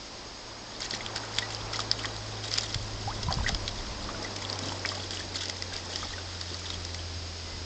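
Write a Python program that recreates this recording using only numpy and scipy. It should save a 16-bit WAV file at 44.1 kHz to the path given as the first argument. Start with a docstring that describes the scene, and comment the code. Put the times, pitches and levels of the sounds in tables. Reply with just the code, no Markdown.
"""A far propeller plane swells in over garden hiss and a thin cricket: sinking tones and comb-swept noise.
From 0.7 s a small monkey paddles after a ball and a sandal in a plastic tub on a lawn: strokes throw
spray of tiny ringing bubbles, drops plink, trapped air gurgles up, and short echoes give the tub.
A long gust, shaped low noise with slow eddies, bumps the microphone from 2.7 s, with puffs around it.
The water settles after 6.9 s; near 7.5 s a far bird sounds one faint, wavering sine note."""
import sys
import numpy as np
from scipy import signal
from scipy.fft import rfft, irfft, next_fast_len
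from scipy.io import wavfile

SR = 44100
rng = np.random.default_rng(int(sys.argv[2]) if len(sys.argv) > 2 else 0)


def dump(signal):
    """Clip the signal to [-1, 1] and save it as 16-bit WAV at the path in sys.argv[1]."""
    limited = np.clip(np.atleast_2d(signal).T, -1, 1)
    pcm = np.round(limited * 32767).astype(np.int16)
    wavfile.write(sys.argv[1], SR, pcm)


N = 337356

# Table levels stand ahead of the trims, wavering and tub echo applied in the functions.
# Paw strokes through the water: (time [s], length [s], spray level [dB])
PAW_STROKES = [(0.80, 0.055, -38), (0.895, 0.056, -36), (1.15, 0.028, -39), (1.345, 0.085, -37.5),
               (1.50, 0.041, -40.5), (1.725, 0.095, -39), (1.975, 0.073, -38), (2.425, 0.051, -37),
               (2.51, 0.135, -34.5), (2.69, 0.053, -39.5), (3.215, 0.028, -43), (3.305, 0.049, -40.5),
               (3.465, 0.028, -31.5), (4.22, 0.045, -38.5), (4.355, 0.14, -45), (4.615, 0.11, -39.5),
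               (4.855, 0.19, -41), (5.10, 0.14, -40.5), (5.342, 0.023, -34), (5.405, 0.03, -33.5),
               (5.725, 0.045, -37.5), (5.89, 0.14, -38), (6.08, 0.043, -42.5), (6.49, 0.25, -44)]
# Loudest drops and slaps: (time [s], trapped bubble pitch [Hz], ring level [dB], spatter level [dB])
WATER_DROPS = [(0.8047, 6940, -41, -36), (0.8199, 4660, -31.5, -47), (0.909, 4580, -32, -33),
               (0.939, 4200, -33, -48), (1.0628, 3260, -32, -39), (1.1604, 5330, -37, -29.5),
               (1.1797, 4800, -36, -45.5), (1.3853, 3530, -20.5, -22.5), (1.548, 4880, -31.5, -44),
               (1.734, 5030, -32, -34), (1.7588, 4280, -32.5, -46), (1.7923, 5710, -38, -32),
               (1.8032, 3640, -34, -30), (1.9142, 4890, -18.5, -27), (2.0548, 3350, -33, -31),
               (2.164, 4340, -38, -38), (2.515, 4930, -30, -33.5), (2.539, 5120, -24.5, -34),
               (2.584, 4970, -25, -24.5), (2.6089, 5600, -36, -34.5), (2.7442, 4350, -44, -25),
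               (3.2315, 5130, -33, -36), (3.3253, 4600, -28.5, -33), (3.3406, 5000, -29.5, -52),
               (3.4903, 5000, -48, -27), (3.547, 4930, -31, -32), (3.6786, 3960, -30.5, -30),
               (4.3627, 5260, -37, -32.5), (4.4504, 3420, -33, -54), (4.4994, 4400, -29.5, -34),
               (4.5285, 4970, -30.5, -42), (4.5898, 5640, -43, -31.5), (4.693, 3130, -35.5, -44),
               (4.859, 5300, -30, -37), (4.8898, 4850, -29, -40), (5.1075, 5160, -42, -32),
               (5.357, 4400, -30.5, -40.5), (5.4566, 5200, -33, -35.5), (5.483, 4700, -41, -38),
               (5.4965, 3710, -37, -28.5), (5.6233, 5000, -29, -37), (5.7648, 4730, -34, -46.5),
               (5.9588, 5030, -28, -33.5), (6.4124, 4670, -36, -34.5), (6.544, 4550, -33, -48),
               (6.7027, 3800, -38.5, -33), (6.85, 5300, -34, -36), (6.9453, 5240, -38, -34.5)]
# Largest air pockets: (time [s], pitch [Hz], level [dB], decay by 60 dB [s], time to rise an octave [s])
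AIR_POCKETS = [(0.934, 375, -28, .035, .2), (0.937, 1910, -20.5, 0.0094, .1),
               (1.007, 2090, -26, 0.021, .04), (1.236, 1450, -26, .014, .1),
               (1.423, 1934, -29.5, 0.094, 0.27), (1.732, 1360, -29.5, .03, .1),
               (1.792, 1240, -18.5, 0.016, 0.092), (2.0465, 1810, -17, 0.0089, .1),
               (2.049, 1110, -27.5, 0.018, .1), (3.076, 777, -26.5, 0.2, 0.048),
               (3.285, 980, -26, 0.13, .2), (3.307, 990, -18, .012, .1), (3.308, 763, -27, 0.15, 0.26),
               (3.386, 1000, -24, 0.021, .1), (3.409, 890, -31.5, 0.053, .14),
               (3.444, 1550, -29, 0.038, .1), (3.4635, 1866, -18, 0.033, 0.02),
               (3.482, 1690, -21.5, 0.023, 0.021), (3.494, 775, -23.5, .024, .1),
               (4.0902, 1140, -22.5, 0.021, .11), (4.146, 1430, -29.5, .04, 0.082),
               (4.247, 1976, -31, 0.05, 0.087), (4.624, 277, -29.5, .05, .2), (4.666, 312, -28.5, .06, .2),
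               (4.720, 894, -25.5, 0.036, .038), (4.8503, 1780, -12, 0.0065, .09),
               (4.853, 2250, -21, 0.026, .1), (4.918, 1146, -26.5, 0.028, .06),
               (4.973, 820, -31, 0.048, .1), (5.172, 2910, -24.5, .016, .1), (5.205, 1710, -30, 0.035, .03),
               (5.623, 2020, -25.5, 0.015, .14), (5.724, 1610, -30.5, 0.035, .1),
               (6.029, 1240, -27, 0.024, .08), (6.052, 860, -33, 0.037, .1),
               (6.136, 1890, -33, 0.05, 0.098), (6.181, 1500, -30.5, 0.031, .05),
               (6.515, 353, -33, 0.055, .2)]
# Trapped air escaping from under the toys: (time [s], length [s], relative flow [dB])
AIR_ESCAPES = [(0.9, 1.9, -13.5), (3.27, 0.23, 3), (4.08, 0.2, -6.5), (4.6, 0.4, -4.5), (5.35, 0.85, -10.5)]
# Colour of the splashing water: (frequency [Hz], relative level per Hz [dB])
SPRAY_SPECTRUM = [(300, -13.5), (700, -14.5), (1300, -6.5), (1950, -1), (2500, -9.5), (3400, 3),
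                  (4100, -2.5), (4950, 4), (6000, -5.5), (7300, -5.5), (8600, -27.5)]
# Propeller tones: (time [s], blade pitch [Hz], blade level [dB], shaft tone an octave below [dB],
# first overtone [dB])
PROPELLER = [(0, 108.3, -63, -52, -55.5), (0.5, 108.2, -54.5, -62, -65), (1.1, 107.9, -43.5, -54, -53),
             (2.0, 106.7, -40, -46, -68), (2.8, 105.2, -39.5, -49, -56), (3.5, 102.7, -38.5, -51, -56),
             (4.0, 100.3, -46, -59, -45.5), (4.7, 96.4, -39, -53, -65), (5.6, 91.4, -42, -66, -65),
             (6.2, 88.8, -40.5, -69, -60), (6.75, 86.6, -37, -51, -54.5), (7.65, 82.7, -38.5, -51, -62)]
# Plane's rush: (time [s], level [dB], treble lift [dB], delay of the ground echo [ms])
PLANE_RUSH = [(0, -47.5, -2.5, 2.95), (0.7, -46, -1.5, 3.4), (1.2, -43, 2.5, 2.1), (2.2, -42, -2.5, 2.7),
              (2.9, -42.5, -4.5, 3.0), (3.8, -41.5, -2.5, 3.1), (4.6, -39.5, -2.5, 3.7),
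              (5.1, -40, -7, 3.5), (5.7, -45.5, -4, 3.8), (6.5, -46, -6, 3.1), (7.65, -46, -10.5, 3.0)]
# Colour of the plane's rush: (frequency [Hz], relative level per Hz [dB])
RUSH_SPECTRUM = [(60, -26.5), (150, -3.5), (280, 1), (550, 1), (1000, 0.5), (1500, -7), (2500, -12.5),
                 (5000, -55)]
# One long gust and a few puffs on the microphone: (time [s], length [s], level [dB])
WIND_GUSTS = [(1.60, 0.039, -38.5), (1.89, 0.06, -53), (2.74, 1.42, -39), (3.37, 0.048, -29),
              (3.76, 0.072, -36), (5.18, 0.087, -49), (5.98, 0.14, -42), (6.71, 0.067, -45),
              (7.14, 0.06, -44), (7.50, 0.16, -43)]
# Strongest eddies: (time [s], pitch [Hz], level before their envelope [dB])
WIND_EDDIES = [(2.763, 106, -24), (3.069, 87, -28), (3.287, 124, -21), (3.375, 123, -20.5),
               (3.404, 58.7, -21.5), (3.503, 170, -28.5), (3.528, 149, -26.5)]
# Colour of the wind: (frequency [Hz], relative level per Hz [dB])
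WIND_SPECTRUM = [(15, 1.5), (35, 8.5), (65, 1.5), (100, -1), (160, -13.5), (250, -8.5), (600, -69)]
# Garden air: (time [s], level [dB])
AIR_LEVEL = [(0, -44.5), (0.7, -45.5), (1.3, -43), (7.65, -42)]
# Colour of the garden air: (frequency [Hz], relative level per Hz [dB])
AIR_SPECTRUM = [(100, 1), (600, -2.5), (1500, -2.5), (2400, -4.5), (3500, -1.5), (4400, 0.5), (5000, 5),
                (5500, -0.5), (6100, -5), (7200, -9), (8000, -14.5), (9000, -39)]

STROKE_ATTACK_S, STROKE_RELEASE_S = 0.005, 0.016
# the stirred water trickles between strokes
PLAY_START_S, PLAY_END_S, SETTLE_S, TRICKLE_DB = 0.69, 6.9, 0.2, -48.5
# the surface breaks just before each slap; spray level is relative to that slap's spatter
ENTRY_LEAD_S, ENTRY_S, ENTRY_DB = 0.008, 0.0099, -9
GURGLE_FADE_S = 0.02
GUST_ATTACK_S, GUST_RELEASE_S, BREEZE_DB = 0.019, 0.049, -54.5
CHIRPS_PER_S, FIRST_CHIRP_S = 9.42, 0.062
CRICKET_HZ, CRICKET_DB = 6530, -59
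CUTOFF_HZ = 8800


def from_db(db):
    """Decibels to amplitude gain."""
    return 10 ** (np.asarray(db) / 20)


def rms_one(x):
    """Scale to unit power."""
    return x / np.sqrt(np.mean(x ** 2) + 1e-20)


def in_time(rows):
    """Draw each column of a table as a curve, sample by sample."""
    s, *columns = np.transpose(rows)
    return [np.interp(np.arange(N) / SR, s, column) for column in columns]


def gain_at(spectrum, hz):
    """Read a spectrum's gain on a log-frequency axis."""
    points, db = np.transpose(spectrum)
    return from_db(np.interp(np.log(hz + 1e-9), np.log(points), db))


def noise(spectrum):
    """Steady noise of a given colour, rms 1."""
    size = next_fast_len(N)
    hz = np.arange(size // 2 + 1) * SR / size
    white = rfft(rng.standard_normal(size))
    return rms_one(irfft(white * gain_at(spectrum, hz), size)[:N])


def drift(rate):
    """A random wander of rms 1 through `rate` new points a second."""
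    knots = np.arange(N) / SR * rate
    return rms_one(np.interp(knots, np.arange(N), rng.standard_normal(N)))


def add(track, s, sound):
    """Mix a short sound in at a given time."""
    start = max(round(s * SR), 0)
    track[start:start + len(sound)] += sound[:max(N - start, 0)]


def strike(age, swell_s, t60):
    """A quick swell and an exponential decay, 60 dB down in t60 seconds."""
    return (1 - np.exp(-age / swell_s)) * np.exp(-np.log(1000) * age / t60)


def swells(rows, attack_s, release_s):
    """Gain of overlapping swells: each rises, holds and dies away; their powers add."""
    power = np.zeros(N)
    for s, length_s, db in rows:
        age = np.arange(int((length_s + 10 * release_s) * SR)) / SR
        rise = np.minimum(age / attack_s, 1)
        release = np.exp(-np.maximum(age - length_s, 0) / release_s)
        add(power, s, (from_db(db) * rise * release) ** 2)
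    return np.sqrt(power)


def stirring():
    """How hard the water is thrown about: strokes and slaps over a trickle lasting as long as the play."""
    play = [(PLAY_START_S, PLAY_END_S - PLAY_START_S, TRICKLE_DB)]
    trickle = swells(play, STROKE_ATTACK_S, SETTLE_S)
    strokes = swells(PAW_STROKES, STROKE_ATTACK_S, STROKE_RELEASE_S)
    slaps = [(s - ENTRY_LEAD_S, ENTRY_S, spatter_db + ENTRY_DB) for s, _, _, spatter_db in WATER_DROPS]
    entries = swells(slaps, attack_s=0.0067, release_s=0.0083)
    return np.sqrt(trickle ** 2 + strokes ** 2 + entries ** 2)


def spray(level, per_s, size_db, t60, clump_db, grain_db, fizz_db, count=16000):
    """Tiny bubbles ring in clumps over a fine fizz; harder splashing makes more and louder ones."""
    clumps = rms_one(from_db(clump_db * np.clip(drift(140), -2, 2)))
    vigour = np.sqrt(level / level.max() * clumps)
    when, chance, pitch, size, damping = rng.random((count, 5)).T
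    start = (when * N).astype(int)
    born = chance < vigour[start] * per_s * N / SR / count
    # one row per bubble, one column per sample of its life
    start = start[born, None]
    hz = 700 * (8400 / 700) ** np.sqrt(pitch[born, None])
    # most bubbles are faint, a few stand out
    height = vigour[start] * gain_at(SPRAY_SPECTRUM, hz) * from_db(size_db * size[born, None] ** 3)
    age = np.arange(SR // 70) / SR
    decay = strike(age, 1 / hz, t60 * (.5 + damping[born, None]))
    rings = height * np.sin(2 * np.pi * hz * age) * decay
    places = start + np.arange(len(age))
    grains = np.bincount(places.ravel(), rings.ravel(), N)[:N]
    grains = rms_one(grains) * np.sqrt(np.mean(level ** 2))
    fizz = level * clumps * noise(SPRAY_SPECTRUM)
    return from_db(grain_db) * grains + from_db(fizz_db) * fizz


def drops(ring_cycles, swell_s, spatter_swell_s, spatter_t60, ring_db, spatter_db):
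    """Each impact spatters and pinches off a ringing bubble; levels are set over the first 6 ms."""
    age, head = np.arange(SR // 20) / SR, round(.006 * SR)
    out, spatter = np.zeros(N), noise(SPRAY_SPECTRUM)
    for k, (s, hz, bubble_db, impact_db) in enumerate(WATER_DROPS):
        plink = np.sin(2 * np.pi * hz * age) * strike(age, swell_s, ring_cycles / hz)
        piece = spatter[k * len(age):(k + 1) * len(age)]
        burst = piece * strike(age, spatter_swell_s, spatter_t60)
        add(out, s, from_db(bubble_db + ring_db) * plink / np.std(plink[:head]))
        add(out, s, from_db(impact_db + spatter_db) * burst / np.std(burst[:head]))
    return out


def bubbles(swell_s, level_db, shed_db, shed_octaves, shed_cycles, count=6):
    """An air pocket rings, climbs in pitch as it nears the surface, and sheds short-lived companions."""
    out, age = np.zeros(N), np.arange(SR // 10) / SR
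    for s, hz, peak_db, t60, octave_s in AIR_POCKETS:
        rise = np.minimum(age / octave_s, 2) ** 2
        surfacing = np.exp(-(rise / 1.6) ** 4)   # the ring is cut off at the surface
        ring = np.sin(2 * np.pi * np.cumsum(hz * (1 + rise)) / SR)
        add(out, s, from_db(peak_db) * ring * strike(age, swell_s, t60) * surfacing)
        for when, size in rng.random((count, 2)):
            shed_hz = hz * 2 ** (shed_octaves * (2 * size - 1))
            shed = np.sin(2 * np.pi * shed_hz * age) * strike(age, swell_s, shed_cycles / shed_hz)
            shed_s = s + (.3 + when) * min(t60, .025)
            add(out, shed_s, from_db(peak_db + shed_db) * (1 - .5 * when) * shed)   # later ones are softer
    return from_db(level_db) * out


def gurgle(flow, low_hz, high_hz, peak_db, spread_db, cycles, octave_s, count):
    """Lesser bubbles ring at random, most often while air flows strongly, each rising in pitch."""
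    out, age = np.zeros(N), np.arange(SR // 20) / SR
    escaped = np.cumsum(flow) / np.sum(flow)
    for k, (when, pitch, size) in enumerate(rng.random((count, 3))):
        hz = low_hz * (high_hz / low_hz) ** pitch
        phase = 2 * np.pi * hz * np.cumsum(1 + age / octave_s) / SR
        ring = np.sin(phase) * strike(age, 1 / hz, cycles / hz)
        s = np.searchsorted(escaped, (k + when) / count) / SR   # an even share of the air per bubble
        add(out, s, from_db(peak_db - spread_db * size) * ring)
    return out


def tub(water, echo_db, t60, wall_hz, count=40):
    """Sound bounces between the plastic walls and the water surface and dies quickly."""
    lags, echoes = rng.uniform(0.001469, 0.038, count), np.zeros(SR // 10)
    decay = np.exp(-np.log(1000) * lags / t60)
    echoes[(lags * SR).astype(int)] = rng.choice([-1, 1], count) * decay
    dulling = signal.butter(1, wall_hz, fs=SR, output="sos")
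    walls = signal.sosfilt(dulling, echoes / np.linalg.norm(echoes))
    return water + from_db(echo_db) * signal.fftconvolve(water, walls)[:N]


def plane(ground_share, waver_db, churn_db, third_db, treble_hz):
    """Blade tones sink and the rush dulls as the plane passes; the ground echo sweeps a comb through it."""
    hz, blade_db, shaft_db, overtone_db = in_time(PROPELLER)
    rush_db, treble_db, echo_ms = in_time(PLANE_RUSH)
    phase = 2 * np.pi * np.cumsum(hz) / SR
    # multiples of the blade pitch and their levels
    orders = [(.5, shaft_db), (1, blade_db), (2, overtone_db), (3, overtone_db + third_db)]
    drone = sum(from_db(db + waver_db * drift(6)) * np.sin(k * phase) for k, db in orders)
    rush, samples = noise(RUSH_SPECTRUM), np.arange(N)
    ground_echo = np.interp(samples - echo_ms * SR / 1000, samples, rush)
    rush = rms_one(rush + ground_share * ground_echo)
    low = signal.sosfiltfilt(signal.butter(3, treble_hz, fs=SR, output="sos"), rush)
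    shaded = low + from_db(treble_db) * (rush - low)
    return drone + from_db(rush_db + churn_db * drift(12)) * shaded


def wind(level_db, lump_db, eddy_cycles):
    """Lumpy low pressure on the microphone port, with a few stronger eddies."""
    flow = np.hypot(swells(WIND_GUSTS, GUST_ATTACK_S, GUST_RELEASE_S), from_db(BREEZE_DB))
    out = flow * from_db(level_db + lump_db * drift(22)) * noise(WIND_SPECTRUM)
    for s, hz, eddy_db in WIND_EDDIES:
        turn = (np.arange(N) / SR - s) * hz
        bell = np.exp(-np.minimum((turn / eddy_cycles) ** 2, 50))
        out -= from_db(eddy_db) * np.sin(2 * np.pi * turn) * bell
    return out


def cricket(chirp_sharpness, uneven_db, wander_hz):
    """A thin, slightly wandering high tone pulsed into evenly spaced chirps."""
    tone = np.sin(2 * np.pi * np.cumsum(CRICKET_HZ + wander_hz * drift(120)) / SR)
    beat = np.pi * CHIRPS_PER_S * (np.arange(N) / SR - FIRST_CHIRP_S)
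    chirps = np.abs(np.cos(beat)) ** chirp_sharpness
    return from_db(CRICKET_DB + uneven_db * drift(3.9)) * rms_one(chirps * tone)


def far_bird(start_s, length_s, pitch_hz, peak_db, fade_s, wander_hz):
    """One faint, nearly level note from far across the garden."""
    tone = np.sin(2 * np.pi * np.cumsum(pitch_hz + wander_hz * drift(40)) / SR)
    return swells([(start_s, length_s, peak_db)], fade_s, fade_s) * tone


def open_air():
    """Even hiss of the garden: coloured noise on a slow level curve."""
    return from_db(in_time(AIR_LEVEL)[0]) * noise(AIR_SPECTRUM)


def scene():
    """The water in its tub, with the sky, the wind and the garden around it."""
    level = stirring()
    air_flow = swells(AIR_ESCAPES, GURGLE_FADE_S, GURGLE_FADE_S)
    water = spray(level, per_s=1300, size_db=13.5, t60=0.0091, clump_db=4.0, grain_db=-4.0, fizz_db=-4.5)
    water += drops(ring_cycles=16.6, swell_s=0.00061, spatter_swell_s=0.0009, spatter_t60=0.013,
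                   ring_db=-0.25, spatter_db=-1.05)
    water += bubbles(swell_s=0.00018, level_db=-0.16, shed_db=-6.5, shed_octaves=0.99, shed_cycles=7.1)
    water += gurgle(air_flow, low_hz=537, high_hz=2590, peak_db=-30.5, spread_db=10.5,
                    cycles=14, octave_s=0.095, count=140)
    mix = tub(water, echo_db=-10.5, t60=0.05, wall_hz=7000)
    mix += plane(ground_share=0.091, waver_db=1.0, churn_db=1.0, third_db=-10.5, treble_hz=634)
    mix += wind(level_db=-0.5, lump_db=3.0, eddy_cycles=0.52)
    mix += cricket(chirp_sharpness=2.6, uneven_db=-0.5, wander_hz=40.1)
    mix += far_bird(start_s=7.46, length_s=.1, pitch_hz=2050, peak_db=-52, fade_s=.025, wander_hz=16)
    mix += open_air()
    return mix[None]


def record(dry):
    """A small camera: the deepest rumble is rolled off and the top is cut steeply."""
    dry = signal.sosfilt(signal.butter(2, 18, "high", fs=SR, output="sos"), dry)
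    return signal.sosfilt(signal.ellip(10, .3, 80, CUTOFF_HZ, fs=SR, output="sos"), dry)


dry = scene()
out = record(dry)
dump(out)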